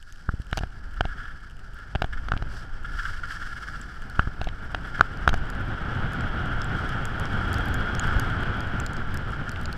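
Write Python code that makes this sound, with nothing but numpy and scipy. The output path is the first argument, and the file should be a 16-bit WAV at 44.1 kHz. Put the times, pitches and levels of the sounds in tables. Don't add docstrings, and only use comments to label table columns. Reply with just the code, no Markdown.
import sys
import numpy as np
from scipy import signal
from scipy.fft import rfft, irfft
from scipy.io import wavfile

SR = 44100
rng = np.random.default_rng(int(sys.argv[2]) if len(sys.argv) > 2 else 0)


def to_wav(s):
    ch = np.atleast_2d(s).T
    pcm = np.round(np.clip(ch, -1, 1) * 32767)
    wavfile.write(sys.argv[1], SR, pcm.astype(np.int16))


N = 430857
TIME = np.arange(N) / SR
HZ = np.fft.rfftfreq(N, 1 / SR)


def amp(db):
    return 10 ** (np.asarray(db) / 20)


def peaked(x):
    return x / abs(signal.hilbert(x)).max()


def slope(points):
    hz, db = np.transpose(points)
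    return amp(np.interp(np.log(HZ + 1), np.log(hz), db))


def power_sum(gains):
    return np.sqrt(sum(g ** 2 for g in gains))


def resonances(peaks, hz=HZ):
    return power_sum(amp(db) / (1 + (2 * (hz - centre) / width) ** 2) for centre, width, db in peaks)


def noise(gain):
    x = irfft(rfft(rng.standard_normal(N)) * gain, N)
    return x / np.sqrt(np.mean(x ** 2) + 1e-20)


def flutter(rate_hz):
    return noise(HZ / (HZ + 6) / (1 + (HZ / rate_hz) ** 2))


def ring(peaks, size=1024):
    log_gain = np.log(resonances(peaks, abs(np.fft.fftfreq(size, 1 / SR))) + 1e-5)
    spectrum = np.exp(np.conj(signal.hilbert(log_gain)))
    return peaked(np.fft.ifft(spectrum).real)


def swell(t, rise_s):
    u = np.maximum(t, 0) / rise_s
    return u * np.exp(1 - u)


def hump(s, length):
    return 0.5 ** (2 * ((TIME - s) / length) ** 2)


def gritty(envelope, response):
    grit = rng.standard_normal(len(envelope)) * envelope
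    return peaked(signal.fftconvolve(grit, response)[:len(envelope)])


def add(mix, s, sound):
    part = mix[max(round(s * SR), 0):][:len(sound)]
    part += sound[:len(part)]


# time in seconds, strength of the airflow in dB relative to the fast run.
AIRFLOW = [(0, -32), (0.25, -23), (0.55, -20.5), (1.1, -17.5), (1.4, -21.5), (1.8, -19.5), (2.35, -12.5),
           (2.8, -15), (3.1, -16.5), (3.95, -14.5), (4.9, -9), (5.8, -1), (6.3, -0.2), (7.15, -0.1),
           (7.55, 2), (8.45, 1.46), (8.9, -2), (9.77, -4.5)]

def speed_gain(level_db, growth):
    times, airflow_db = np.transpose(AIRFLOW)
    return amp(level_db + growth * np.interp(TIME, times, airflow_db))


def case_echo(spacing_hz=2630, reflection=0.22):
    return abs(1 + reflection * np.exp(-2j * np.pi * HZ / spacing_hz))


# peak time in seconds, length in seconds, scrape level in dB, spray level in dB.
CARVES = [(0.03, 0.54, -62, -66), (0.57, 0.1, -53, -61), (1.175, 0.27, -46, -64.5), (1.81, 0.091, -49, -67),
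          (2.56, 0.07, -46.5, -53), (3.047, 0.15, -38.5, -51.5), (3.324, 0.051, -39, -50),
          (3.55, 0.5, -42, -56), (4.194, 0.11, -46, -61), (4.913, 0.27, -47.5, -63),
          (6.823, 0.22, -38.5, -59), (7.5, 0.48, -44, -59.5), (8.133, 0.3, -37, -58)]
# peak time in seconds, level in dB.
CRUNCHES = [(1.206, -39.5), (1.256, -41), (2.132, -33.5), (2.177, -37.5), (2.851, -35), (2.944, -43),
            (2.993, -29), (3.055, -30), (3.237, -34), (3.309, -33), (3.424, -36), (4.154, -38.5),
            (4.223, -38), (4.849, -37), (4.947, -33), (4.983, -35), (8.04, -26.5)]
# centre in Hz, width in Hz, relative level in dB.
SCRAPE_PEAKS = [(1405, 230, -1), (2140, 240, -19.5), (2900, 400, -23.5), (3230, 470, -20)]
EDGE_PEAKS = [(1667, 207, 0)]
SPRAY_PEAKS = [(4300, 4600, 2), (4830, 1900, 7.5), (7840, 1300, -3.5), (9900, 5300, -9.5),
               (13600, 2000, -23)]

def board(chatter_db=3.5, spray_chatter_db=2.0, fizz_db=2.6, crunch_s=0.006, crunch_spray_db=-22):
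    bite = flutter(rate_hz=18) * speed_gain(-3.5, growth=-0.1)
    crunch = sum(amp(db) * swell(TIME - s + crunch_s, crunch_s) for s, db in CRUNCHES)
    digs = [amp(db) * hump(s, length) for s, length, db, _ in CARVES]
    plumes = [amp(db) * hump(s, length) for s, length, _, db in CARVES]
    friction = power_sum([speed_gain(-40.5, growth=0.84)] + digs) * amp(chatter_db * bite)
    powder = power_sum([speed_gain(-62, growth=0.23)] + plumes) * amp(spray_chatter_db * bite)
    rasp = noise(resonances(SCRAPE_PEAKS))
    edge_ring = noise(resonances(EDGE_PEAKS)) * speed_gain(-7.5, growth=-0.32)
    scrape = (rasp + edge_ring) * np.hypot(friction, crunch)
    hiss = noise(resonances(SPRAY_PEAKS) * case_echo())
    thrown_snow = np.hypot(powder, amp(crunch_spray_db) * crunch)
    spray = hiss * thrown_snow * amp(fizz_db * flutter(rate_hz=1300))
    return scrape + spray


# peak time in seconds, length in seconds, level in dB.
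SWINGS = [(0.6, 0.11, -31), (0.995, 0.21, -30.5), (2.25, 0.25, -28), (2.963, 0.36, -32),
          (4.464, 0.14, -28.5), (5.333, 0.14, -22.5), (8.168, 0.12, -24.5)]
# frequency in Hz, relative spectral density in dB.
GUST_SPECTRUM = [(4, -33), (12, 3.5), (22, -2), (40, -5.5), (65, -11), (110, -31), (300, -66), (900, -100)]
BUFFET_SPECTRUM = [(25, -9), (60, -2), (90, 2.5), (130, -0.5), (180, -6.5), (250, -9.5), (350, -17.5),
                   (600, -27), (2000, -76)]
# centre in Hz, width in Hz, relative level in dB.
RUSH_PEAKS = [(316, 470, 2), (770, 425, 2.5), (1457, 476, 9), (2240, 650, -10), (2986, 670, -8),
              (3770, 2000, -21)]
WHISTLE_PEAKS = [(3262, 164, 0)]

def wind(buffet_eddy_db=1.7, rush_eddy_db=1.02):
    eddies = flutter(rate_hz=8)
    swings = [amp(db) * hump(s, length) for s, length, db in SWINGS]
    gusts = noise(slope(GUST_SPECTRUM)) * power_sum([speed_gain(-31.5, growth=0.34)] + swings)
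    buffets = noise(slope(BUFFET_SPECTRUM)) * speed_gain(-31, growth=0.92) * amp(buffet_eddy_db * eddies)
    rush = noise(resonances(RUSH_PEAKS)) * speed_gain(-35, growth=1.0) * amp(rush_eddy_db * eddies)
    whistle = noise(resonances(WHISTLE_PEAKS)) * speed_gain(-55, growth=3.1)
    return gusts + buffets + rush + whistle


# start in seconds, relative ping level in dB, relative snap level in dB, ping frequency in Hz.
LARGE_GRAINS = [(0.1243, -50, -42, 6700), (3.8142, -45, -51, 7640), (4.099, -51, -39, 4550),
                (5.5012, -48, -36, 4810), (6.133, -50, -35, 4880), (6.208, -44.5, -43, 4940),
                (6.6173, -38.5, -52, 5160), (6.644, -46, -42, 7700), (6.8915, -47, -41, 5340),
                (7.054, -38.5, -34, 7360), (7.1975, -45, -34, 4900), (7.2547, -41.5, -49, 5330),
                (7.5302, -43.5, -28, 8400), (7.5418, -40, -32, 4760), (7.5836, -48, -35, 4570),
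                (7.6567, -48, -35, 4840), (7.6845, -48, -34, 4620), (7.742, -40, -29, 7400),
                (7.9504, -39, -37, 5200), (7.9955, -29.5, -44, 6770), (8.0714, -48, -37, 4580),
                (8.1967, -36.5, -23, 4840), (8.4312, -55, -40, 4800), (8.6055, -46, -35, 4830),
                (8.8005, -36, -38, 7400), (8.864, -37, -35, 4430), (8.9333, -50, -35, 4900),
                (8.967, -47, -43, 4840), (9.143, -47, -30, 4870), (9.173, -43, -33, 5200),
                (9.4931, -40, -50, 5130), (9.517, -46.5, -36, 4640), (9.6134, -51, -37, 4450),
                (9.6564, -37, -48, 4500), (9.728, -39, -33, 4440)]
# centre in Hz, width in Hz, relative level in dB.
SNAP_PEAKS = [(8200, 2200, -2), (11350, 4200, -2), (13000, 1300, -11)]
FAINT_GRAIN_PEAKS = [(3000, 600, 15), (4800, 1600, -21), (7400, 2900, 1), (10600, 3500, -10),
                     (13300, 2200, -13)]

def snow_grains(ping_width_hz=900, purity=0.21, crush_s=0.00049, ping_gain_db=14.0, snap_gain_db=-3.5,
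                faint_per_s=21, faint_db=-51, flakes_per_s=4, flake_db=-47, size=1024):
    large, snap = np.zeros(N), ring(SNAP_PEAKS)
    crush = swell(np.arange(size) / SR, crush_s)
    for s, ping_db, snap_db, hz in LARGE_GRAINS:
        width_hz = ping_width_hz * amp(purity * min(snap_db - ping_db, 0))
        ping = ring([(hz, width_hz, 0), (2900, 2000, -6), (6800, 2600, -8)])
        add(large, s, amp(ping_db + ping_gain_db) * gritty(crush, ping))
        add(large, s, amp(snap_db + snap_gain_db) * gritty(crush, snap))
    faint_hits = rng.random(N) < faint_per_s / SR
    faint_gain = amp(faint_db + 5.0 * np.minimum(rng.exponential(1, N), 3))
    faint = signal.oaconvolve(faint_hits * faint_gain, ring(FAINT_GRAIN_PEAKS))[:N]
    flake_hits = rng.random(N) < flakes_per_s * speed_gain(0, growth=0.5) / SR
    flake_gain = amp(flake_db + 3.0 * rng.standard_normal(N))
    flakes = signal.oaconvolve(flake_hits * flake_gain, snap)[:N]
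    return large + faint + flakes


# centre in Hz, width in Hz, relative level in dB.
CRACK_PEAKS = [(2210, 1800, 19), (2880, 1330, 23.3), (3810, 310, 13)]
SPLINTER_PEAKS = [(4570, 1700, 12), (6200, 730, 9), (7670, 4200, -3), (11400, 4600, -9)]

def contact(envelope, crack_db, splinter_db):
    crack = amp(crack_db) * gritty(envelope, ring(CRACK_PEAKS))
    splinter = amp(splinter_db) * gritty(envelope, ring(SPLINTER_PEAKS))
    return crack + splinter


# frequency in Hz, rise time in seconds, relative level in dB.
WALL_MODES = [(708, 0.0012, -3.5), (466, 0.00072, -10.5)]
# time in seconds, then the relative levels in dB
KNOCKS = [(0.2908, -12, -41, -15, -41, -55), (0.34, -16, -59, -48, -70, -71),
          (0.4, -20, -66, -56, -54, -67), (0.5293, -15.5, -25.5, -17.5, -16, -40),
          (0.5735, -44, -20, -32, -23, -22.5), (0.5798, -20, -22, -22, -26, -32),
          (0.589, -29, -31, -33, -26, -35), (0.61, -19.5, -30, -43, -45, -55),
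          (0.6354, -17.5, -23, -26, -32.5, -51), (1.0086, -16.5, -12.5, -10.5, -16.5, -27.5),
          (1.0535, -18.5, -20.5, -32, -28.5, -45), (1.9514, -47, -18, -22, -25, -41),
          (1.9564, -12, -19, -25, -23.5, -50), (2.0206, -18, -13.5, -14.5, -17.5, -29),
          (2.044, -16.5, -19.5, -23, -27, -41), (2.2853, -42, -32, -21, -30.5, -38),
          (2.3193, -17.5, -22.5, -10, -25, -34), (2.3374, -14.5, -32, -22, -38, -44),
          (2.366, -19, -31, -28, -38, -47), (2.424, -18.5, -27.5, -23, -36, -40),
          (4.194, -8.5, -23, -5.5, -21, -41), (4.274, -15, -52, -24, -52, -64),
          (4.4151, -20, -19, -25, -24.5, -36), (4.472, -21, -21, -40, -29, -54),
          (4.747, -26, -20, -16, -20, -35), (4.9946, -28, -33, -16, -38, -41),
          (5.0096, -15.5, -14, 3, -16, -46), (5.277, -12.5, -13.5, -1.5, -16, -24),
          (5.2917, -14, -23, -16, -16.5, -24.5), (5.331, -17, -36, -17.5, -41, -46),
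          (5.341, -20, -17.5, -18.5, -21, -30.5), (8.167, -12.5, -29, -17, -35, -49)]

def knocks(push_s=0.0027, give_s=0.00033, wall_lead_s=0.00057, creak_s=0.00039, crack_s=0.0019,
           cavity_rise_s=0.00072, cavity_hz_per_db=12, muffle_hz=1950, size=4096):
    out, t = np.zeros(N), (np.arange(size) - size / 2) / SR
    load = np.exp(-np.hypot(t, give_s) / push_s)
    leak = signal.butter(1, 55, "high", fs=SR)
    push = peaked(signal.lfilter(*leak, load))
    early = t + wall_lead_s
    wall = sum(amp(db) * swell(early, rise_s) * np.sin(2 * np.pi * hz * early)
               for hz, rise_s, db in WALL_MODES)
    slip = np.exp(np.minimum(t / creak_s, -t / crack_s))
    muffle = 1 / (1 + (np.fft.rfftfreq(size, 1 / SR) / muffle_hz) ** 12)
    for s, push_db, wall_db, cavity_db, crack_db, splinter_db in KNOCKS:
        cavity_hz = np.clip(1555 + cavity_hz_per_db * (wall_db - cavity_db), 1420, 1560)
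        cavity = swell(t, cavity_rise_s) * np.sin(2 * np.pi * cavity_hz * t)
        thud = amp(push_db) * push + amp(wall_db) * wall + amp(cavity_db) * cavity
        add(out, s + t[0], irfft(rfft(thud) * muffle) + contact(slip, crack_db, splinter_db))
    return out


# start in seconds, crack level in dB, splinter level in dB.
RATTLES = [(0.4187, -45, -42), (2.375, -27, -39), (4.443, -30, -34.5), (4.4874, -26, -51),
           (5.172, -48, -39), (8.4344, -29, -50), (9.5597, -25.5, -53)]

def rattles(click_s=0.00068, size=2048):
    out, click = np.zeros(N), swell(np.arange(size) / SR, click_s)
    for s, crack_db, splinter_db in RATTLES:
        add(out, s, contact(click, crack_db, splinter_db))
    return out


def scene():
    return (board() + wind() + snow_grains() + knocks() + rattles())[None]


def record(dry, cutoff_hz=15700):
    clipped = np.clip(dry, -1, 1)
    low_pass = signal.firwin(511, cutoff_hz, window=("kaiser", 9), fs=SR)
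    return signal.oaconvolve(clipped, low_pass[None], "same")


dry = scene()
out = record(dry)
to_wav(out)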